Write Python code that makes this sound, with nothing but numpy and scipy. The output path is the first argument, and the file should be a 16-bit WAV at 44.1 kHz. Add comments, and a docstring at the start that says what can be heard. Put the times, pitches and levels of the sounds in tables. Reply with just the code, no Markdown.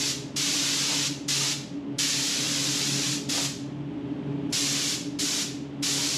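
"""In a small, hard-walled workshop, a gravity-fed spray gun paints a hanging car door.
Each pull of the trigger lets out a bright jet of air, a fine sizzle of paint and a lower rush on the door.
Extractor machinery drones throughout: its fan stirs the duct, and its blades and motor hum.
Now and then the jet catches an edge and puffs. The hiss rings briefly in the room."""
import sys
import numpy as np
from scipy import signal
from scipy.fft import rfft, irfft, next_fast_len
from scipy.io import wavfile
from scipy.ndimage import uniform_filter1d

SR = 44100
rng = np.random.default_rng(int(sys.argv[2]) if len(sys.argv) > 2 else 0)


def store_pcm(level_fs):
    """Save levels as 16-bit WAV."""
    pcm = np.round(np.clip(level_fs, -1, 1) * 32767).astype(np.int16)
    wavfile.write(sys.argv[1], SR, np.atleast_2d(pcm).T)


N = 272097
TIME = np.arange(N) / SR
STEP = 32   # samples per tick; slow changes are worked out once a tick
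TICKS = TIME[::STEP]
BIN_HZ = np.maximum(np.fft.rfftfreq(N, 1 / SR), 1)
BAND_HZ = np.concatenate([np.geomspace(200, 7100, 16), np.linspace(8000, 16000, 11)])


def from_db(db):
    """Turns decibels into a gain."""
    return 10 ** (np.asarray(db) / 20)


def at_samples(per_tick):
    """Fills in the samples between ticks."""
    return np.interp(TIME, TICKS, per_tick)


def at_hz(rows, hz):
    """Reads between a table's rows on a log frequency scale."""
    row_hz, values = np.transpose(rows)
    return np.interp(np.log(hz), np.log(row_hz), values)


def colour(spectrum):
    """The share of a sound's power per Hz in each band, as a column."""
    density = from_db(at_hz(spectrum, BAND_HZ)) ** 2
    return (density / np.sum(density * np.gradient(BAND_HZ)))[:, None]


def noise(gain):
    """Steady noise, shaped by a gain for each frequency."""
    return irfft(rfft(rng.standard_normal(N)) * gain, N) * np.sqrt(SR / 2)


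def drift(rate_hz):
    """A slow random wander around 0, with a spread of 1."""
    wander = noise(1 / (1 + (BIN_HZ / rate_hz) ** 2))
    return (wander - wander.mean()) / wander.std()


def turbulence(power):
    """Churning air: turns a power for each band and tick into noise you can hear."""
    size = next_fast_len(N, True)
    hz = np.fft.rfftfreq(size, 1 / SR)
    white = rfft(rng.standard_normal((2, size))) * np.sqrt(SR / 2)
    out = 0
    for k, weights in enumerate(np.eye(len(BAND_HZ))):
        shape = np.sqrt(np.interp(hz, BAND_HZ, weights, 0, 0))
        band = irfft(white[k % 2] * shape, size)[:N]   # neighbouring bands get unrelated noise
        out = out + at_samples(np.sqrt(power[k])) * band
    return out


# The gun's path. Each row: time in seconds, distance from the listener in metres.
GUN_PATH = [(0, 1.03), (0.7, 0.68), (1.6, 0.68), (2.6, 1.315), (6.17, 2.03)]

def gun_distance():
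    """Metres to the gun at each tick: it comes along the window frame's top, then down the far side."""
    return np.interp(TICKS, *np.transpose(GUN_PATH))


# Pulls of the trigger. Each row: start in seconds, start of closing in seconds, closing time in seconds,
# opening surge in dB, base level of the jet in dB, base level of the rush on the door in dB.
TRIGGER_PULLS = [(-0.3, 0.104, 0.039, -6, -24, -40), (0.363, 1.078, 0.0045, -1, -23, -38.5),
                 (1.284, 1.525, 0.021, 3.5, -23.5, -43), (1.987, 3.126, 0.065, 5.5, -22.5, -38.5),
                 (3.291, 3.462, 0.012, 0, -23.5, -37.5), (4.527, 4.926, 0.055, 3, -22.5, -41),
                 (5.19, 5.426, 0.012, 1, -23, -40.5), (5.827, 6.3, 0.03, 3, -23.5, -41)]

def spray_gun(opening_s=0.0075, surge_s=0.089, sag_db_per_s=2.6, first_spit_db=2.5, spit_s=0.03):
    """Stored hose pressure snaps the air on, then sags. Gives the spray's power in each band."""
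    flow, jet_db, rush_db, spit_db = np.zeros((4, len(TICKS)))
    for opens, closes, closing_s, surge_db, pull_db, door_db in TRIGGER_PULLS:
        held_s = np.maximum(TICKS - opens, 0)
        opening = np.clip((TICKS - opens) / opening_s + .5, 0, 1)
        valve = opening * np.clip(1 - (TICKS - closes) / closing_s, 0, 1)
        flow += valve * from_db(surge_db * np.exp(-held_s / surge_s) - sag_db_per_s * held_s)
        on = valve > 0
        jet_db[on] = pull_db
        # each pull is one sweep, full on the door midway and weaker at both ends
        off_centre = 2 * np.minimum(held_s[on] / (closes - opens), 1) - 1
        rush_db[on] = door_db - 4.5 * off_centre ** 2
        # paint gathered on the nozzle spits as the air starts
        spit_db[on] = first_spit_db * np.exp(-held_s[on] / spit_s)
    doublings = np.log2(gun_distance())   # 0 at one metre, 1 at two metres
    jet_db -= 1.5 * doublings
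    jet = air_jet(flow, jet_db, doublings)
    sizzle = paint_sizzle(flow, jet_db + spit_db, doublings)
    return jet + sizzle + door_rush(flow, rush_db)


# The jet's bright colour. Each row: frequency in Hz, relative level in dB.
JET_COLOUR = [(600, -31), (1300, -13), (2000, -7), (2800, -2.5), (3700, 0), (5500, 1), (7100, -1),
              (8000, -7.5), (9000, -9.5), (11000, -19), (15000, -32.5)]

def air_jet(flow, level_db, doublings, wrist_hz=5.0, pivot_hz=4800):
    """The nozzle beams its treble, so the hiss changes colour as the gun moves and the wrist rocks."""
    tilt_db_per_octave = 0.5 * doublings + 0.6 * drift(wrist_hz)[::STEP]
    octaves = np.clip(np.log2(BAND_HZ / pivot_hz), -1, 1)[:, None]
    return (flow * from_db(level_db + tilt_db_per_octave * octaves)) ** 2 * colour(JET_COLOUR)


# The sizzle's very high colour. Each row: frequency in Hz, relative level in dB.
SIZZLE_COLOUR = [(6000, -29), (8500, -10), (9600, 7.5), (11200, 3), (12200, -13), (13500, -7), (14700, -14),
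                 (15300, -27), (16000, -31)]

def paint_sizzle(flow, level_db, doublings, offset_db=-15.5):
    """Paint breaks into mist. Its sizzle grows faster than the flow and gains on the jet with distance."""
    strength = flow ** 1.06 * from_db(level_db + offset_db + 1.2 * doublings)
    return strength ** 2 * colour(SIZZLE_COLOUR)


# The rush's lower colour. Each row: frequency in Hz, relative level in dB.
RUSH_COLOUR = [(200, -14), (450, 9.5), (700, 4.5), (1100, 6.5), (1700, 3.5), (2600, 1), (5000, -28)]

def door_rush(flow, level_db):
    """The fan of paint rushes where it meets the door."""
    return (flow * from_db(level_db)) ** 2 * colour(RUSH_COLOUR)


# Where the duct and room ring. Each row: pitch in Hz, rough width in Hz, base level in dB.
DUCT_RESONANCES = [(133.4, 21, -58.5), (140.5, 7, -47.5), (175.7, 22.4, -57), (216, 15, -60),
                   (245.6, 26, -58.5), (290, 33, -57.5), (294, 13.5, -51.5), (312, 25, -61),
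                   (355, 11.5, -63.5), (391.4, 20, -64.5), (412.3, 14, -58), (591.5, 34, -70.5)]

def duct_boom():
    """Churning air from the fan stirs the low resonances of the duct and room."""
    power = 0
    for hz, width, db in DUCT_RESONANCES:
        off_pitch = (BIN_HZ - hz) / (width * 0.66)
        power = power + (from_db(db) / (1 + off_pitch ** 2) ** 1.41) ** 2
    return noise(np.sqrt(power))


# The hum of the fan and of the motor. Each row: cycles per turn of the shaft, base level in dB.
FAN_TONES = [(3, -49.5), (6, -37.5), (18, -65)]
MOTOR_TONES = [(2, -58.5), (9, -73), (14, -60), (15, -63.5), (17, -65), (18, -62)]

def shaft_hum(tones, shaft_hz, waver_db, wander):
    """Tones follow a spinning shaft whose speed wanders slightly; each one wavers in level."""
    angle = 2 * np.pi * np.cumsum(shaft_hz * (1 + wander * drift(0.54))) / SR
    hum = 0
    for cycles, db in tones:
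        strength = np.sqrt(2) * from_db(db + waver_db * drift(16.0))
        hum = hum + strength * np.sin(round(cycles) * angle + rng.uniform(0, 2 * np.pi))
    return hum


# Air moving in the duct. Each row: frequency in Hz, base level in dB.
DUCT_AIR_COLOUR = [(20, -86), (55, -83.5), (75, -78.5), (110, -67), (350, -69), (650, -77), (900, -77),
                   (1400, -85), (2400, -86), (3200, -86.5), (4100, -95.5), (7000, -106), (11500, -118),
                   (15000, -138)]
# How the drone swells and eases. Each row: time in seconds, boost in dB.
DRONE_SWELL = [(0, 1.2), (1.4, 2.2), (2.5, 3.5), (3.1, 4), (3.8, 2), (4.45, 5), (4.85, 2.5), (6.17, 2)]

def extractor(air_follow=0.27):
    """The boom and hum swell together; the duct's airy noise follows them only a little."""
    swell_db = at_samples(np.interp(TICKS, *np.transpose(DRONE_SWELL)))
    boom = duct_boom()
    fan = shaft_hum(FAN_TONES, shaft_hz=47.09, waver_db=3.5, wander=0.0013)
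    motor = shaft_hum(MOTOR_TONES, shaft_hz=37.61, waver_db=1.5, wander=0.00068)
    air = noise(from_db(at_hz(DUCT_AIR_COLOUR, BIN_HZ)))
    return from_db(swell_db) * (boom + fan + motor) + from_db(air_follow * swell_db) * air


# The jet catches an edge of the window frame.
# Each row: loudest moment in seconds, spread to either side in seconds, base level in dB.
EDGE_CATCHES = [(0.917, 0.027, -35), (1.45, 0.057, -40), (3.01, 0.04, -45), (3.38, 0.01, -33),
                (4.68, 0.035, -50), (6.01, 0.043, -44)]

def edge_puffs(puff_hz=760, width_hz=520, whistle_hz=3800, whistle_width_hz=450):
    """An edge sheds swirls of air: a hollow puff with a breathy whistle. Gives power in each band."""
    swell = sum(from_db(db) * np.exp(-.5 * ((TICKS - peak_s) / spread_s) ** 2)
                for peak_s, spread_s, db in EDGE_CATCHES)
    hollow = np.minimum(BAND_HZ / puff_hz, 1) / (1 + ((BAND_HZ - puff_hz) / width_hz) ** 2)
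    whistle = 1 / (1 + ((BAND_HZ - whistle_hz) / whistle_width_hz) ** 2)
    return swell ** 2 * (hollow ** 2 + whistle ** 2)[:, None] / width_hz


def trigger_leak(start_s=4.499, end_s=4.526, level_db=-57):
    """A little air slips past the half-pressed trigger. Gives power in each band."""
    leaking = (TICKS > start_s) & (TICKS < end_s)
    return from_db(level_db) ** 2 * leaking * (colour(JET_COLOUR) + 0.12 * colour(SIZZLE_COLOUR))


# How long the workshop rings. Each row: frequency in Hz, seconds to fade by 60 dB.
RING_TIMES = [(300, 0.2), (1500, 0.55), (4000, 0.49), (7000, 0.43), (11000, 0.36), (15000, 0.31)]

def workshop_ring(power, room_db_at_1m=-0.7, db_per_doubling=2.2):
    """Each band's energy fills the room and drains away. The nearer the gun, the less room one hears."""
    room_to_direct = from_db(room_db_at_1m + db_per_doubling * np.log2(gun_distance())) ** 2
    room_share = room_to_direct / (1 + room_to_direct)
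    kept_per_tick = from_db(-60 * STEP / SR / at_hz(RING_TIMES, BAND_HZ)) ** 2
    ringing = np.array([signal.lfilter([1 - kept], [1, -kept], room_share * band)
                        for kept, band in zip(kept_per_tick, power)])
    return 2 * ((1 - room_share) * power + ringing)


def near_echoes(hiss, door_gain=0.038, lag_s_per_m=0.0011, nearby_gain=0.13, sway_s=0.000404, count=6):
    """The door's echo shifts as the gun moves; arm, head and ceiling add more quick, swaying echoes."""
    door_lag_s = lag_s_per_m * at_samples(gun_distance())
    out = hiss + door_gain * np.interp(TIME - door_lag_s, TIME, hiss)
    for rest_s in rng.uniform(0.0006, 0.006, count):
        lag_s = np.abs(rest_s + sway_s * drift(0.57))
        out = out + nearby_gain * np.interp(TIME - lag_s, TIME, hiss)
    return out / np.sqrt(1 + door_gain ** 2 + count * nearby_gain ** 2)


# How much the microphone's left and right openings differ.
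# Each row: frequency in Hz, level of the difference in dB compared with the middle.
STEREO_WIDTH = [(6000, -65), (7500, -30), (10400, -24), (11200, -11), (12000, -2), (15000, 0)]

def scene():
    """Gun and extractor sit in the middle; only the top of the hiss spreads left and right."""
    hiss_power = workshop_ring(spray_gun() + edge_puffs() + trigger_leak())
    middle = near_echoes(turbulence(hiss_power)) + extractor()
    side = turbulence(hiss_power * from_db(at_hz(STEREO_WIDTH, BAND_HZ))[:, None] ** 2)
    return middle + side * np.array([[1], [-1]])


def gain_control(sound, threshold_db=-29.0, squeeze=0.64, release_db_per_s=4.5, window_s=0.019):
    """The volume drops at once when the hiss starts and creeps back up in the pauses."""
    power = uniform_filter1d(np.mean(sound ** 2, axis=0), int(window_s * SR))
    over_db = np.maximum(10 * np.log10(np.maximum(power, 1e-12)) - threshold_db, 0)
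    recovery_db = release_db_per_s * TIME
    cut_db = np.maximum.accumulate(squeeze * over_db + recovery_db) - recovery_db
    return sound * from_db(-cut_db)


# Peaks and dips from the microphone's openings. Each row: frequency in Hz, width in Hz, gain in dB.
MIC_PEAKS_AND_DIPS = [(8880, 63, 12), (9000, 290, -19.5), (10400, 470, -6)]

def record(dry, lean_db=1.0, lean_above_hz=11200, cutoff_hz=15400):
    """The microphone notches the treble and is brighter on the right; loud parts dip, the top is cut."""
    mic_db = sum(db / (1 + (2 * (BIN_HZ - hz) / width) ** 2) for hz, width, db in MIC_PEAKS_AND_DIPS)
    balance_db = lean_db * (BIN_HZ > lean_above_hz) * np.array([[-1], [1]])
    coloured = irfft(rfft(dry) * from_db(mic_db + balance_db), N)
    low_pass = signal.ellip(10, .1, 80, cutoff_hz, fs=SR, output="sos")
    return signal.sosfilt(low_pass, gain_control(coloured))


dry = scene()
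out = record(dry)
store_pcm(out)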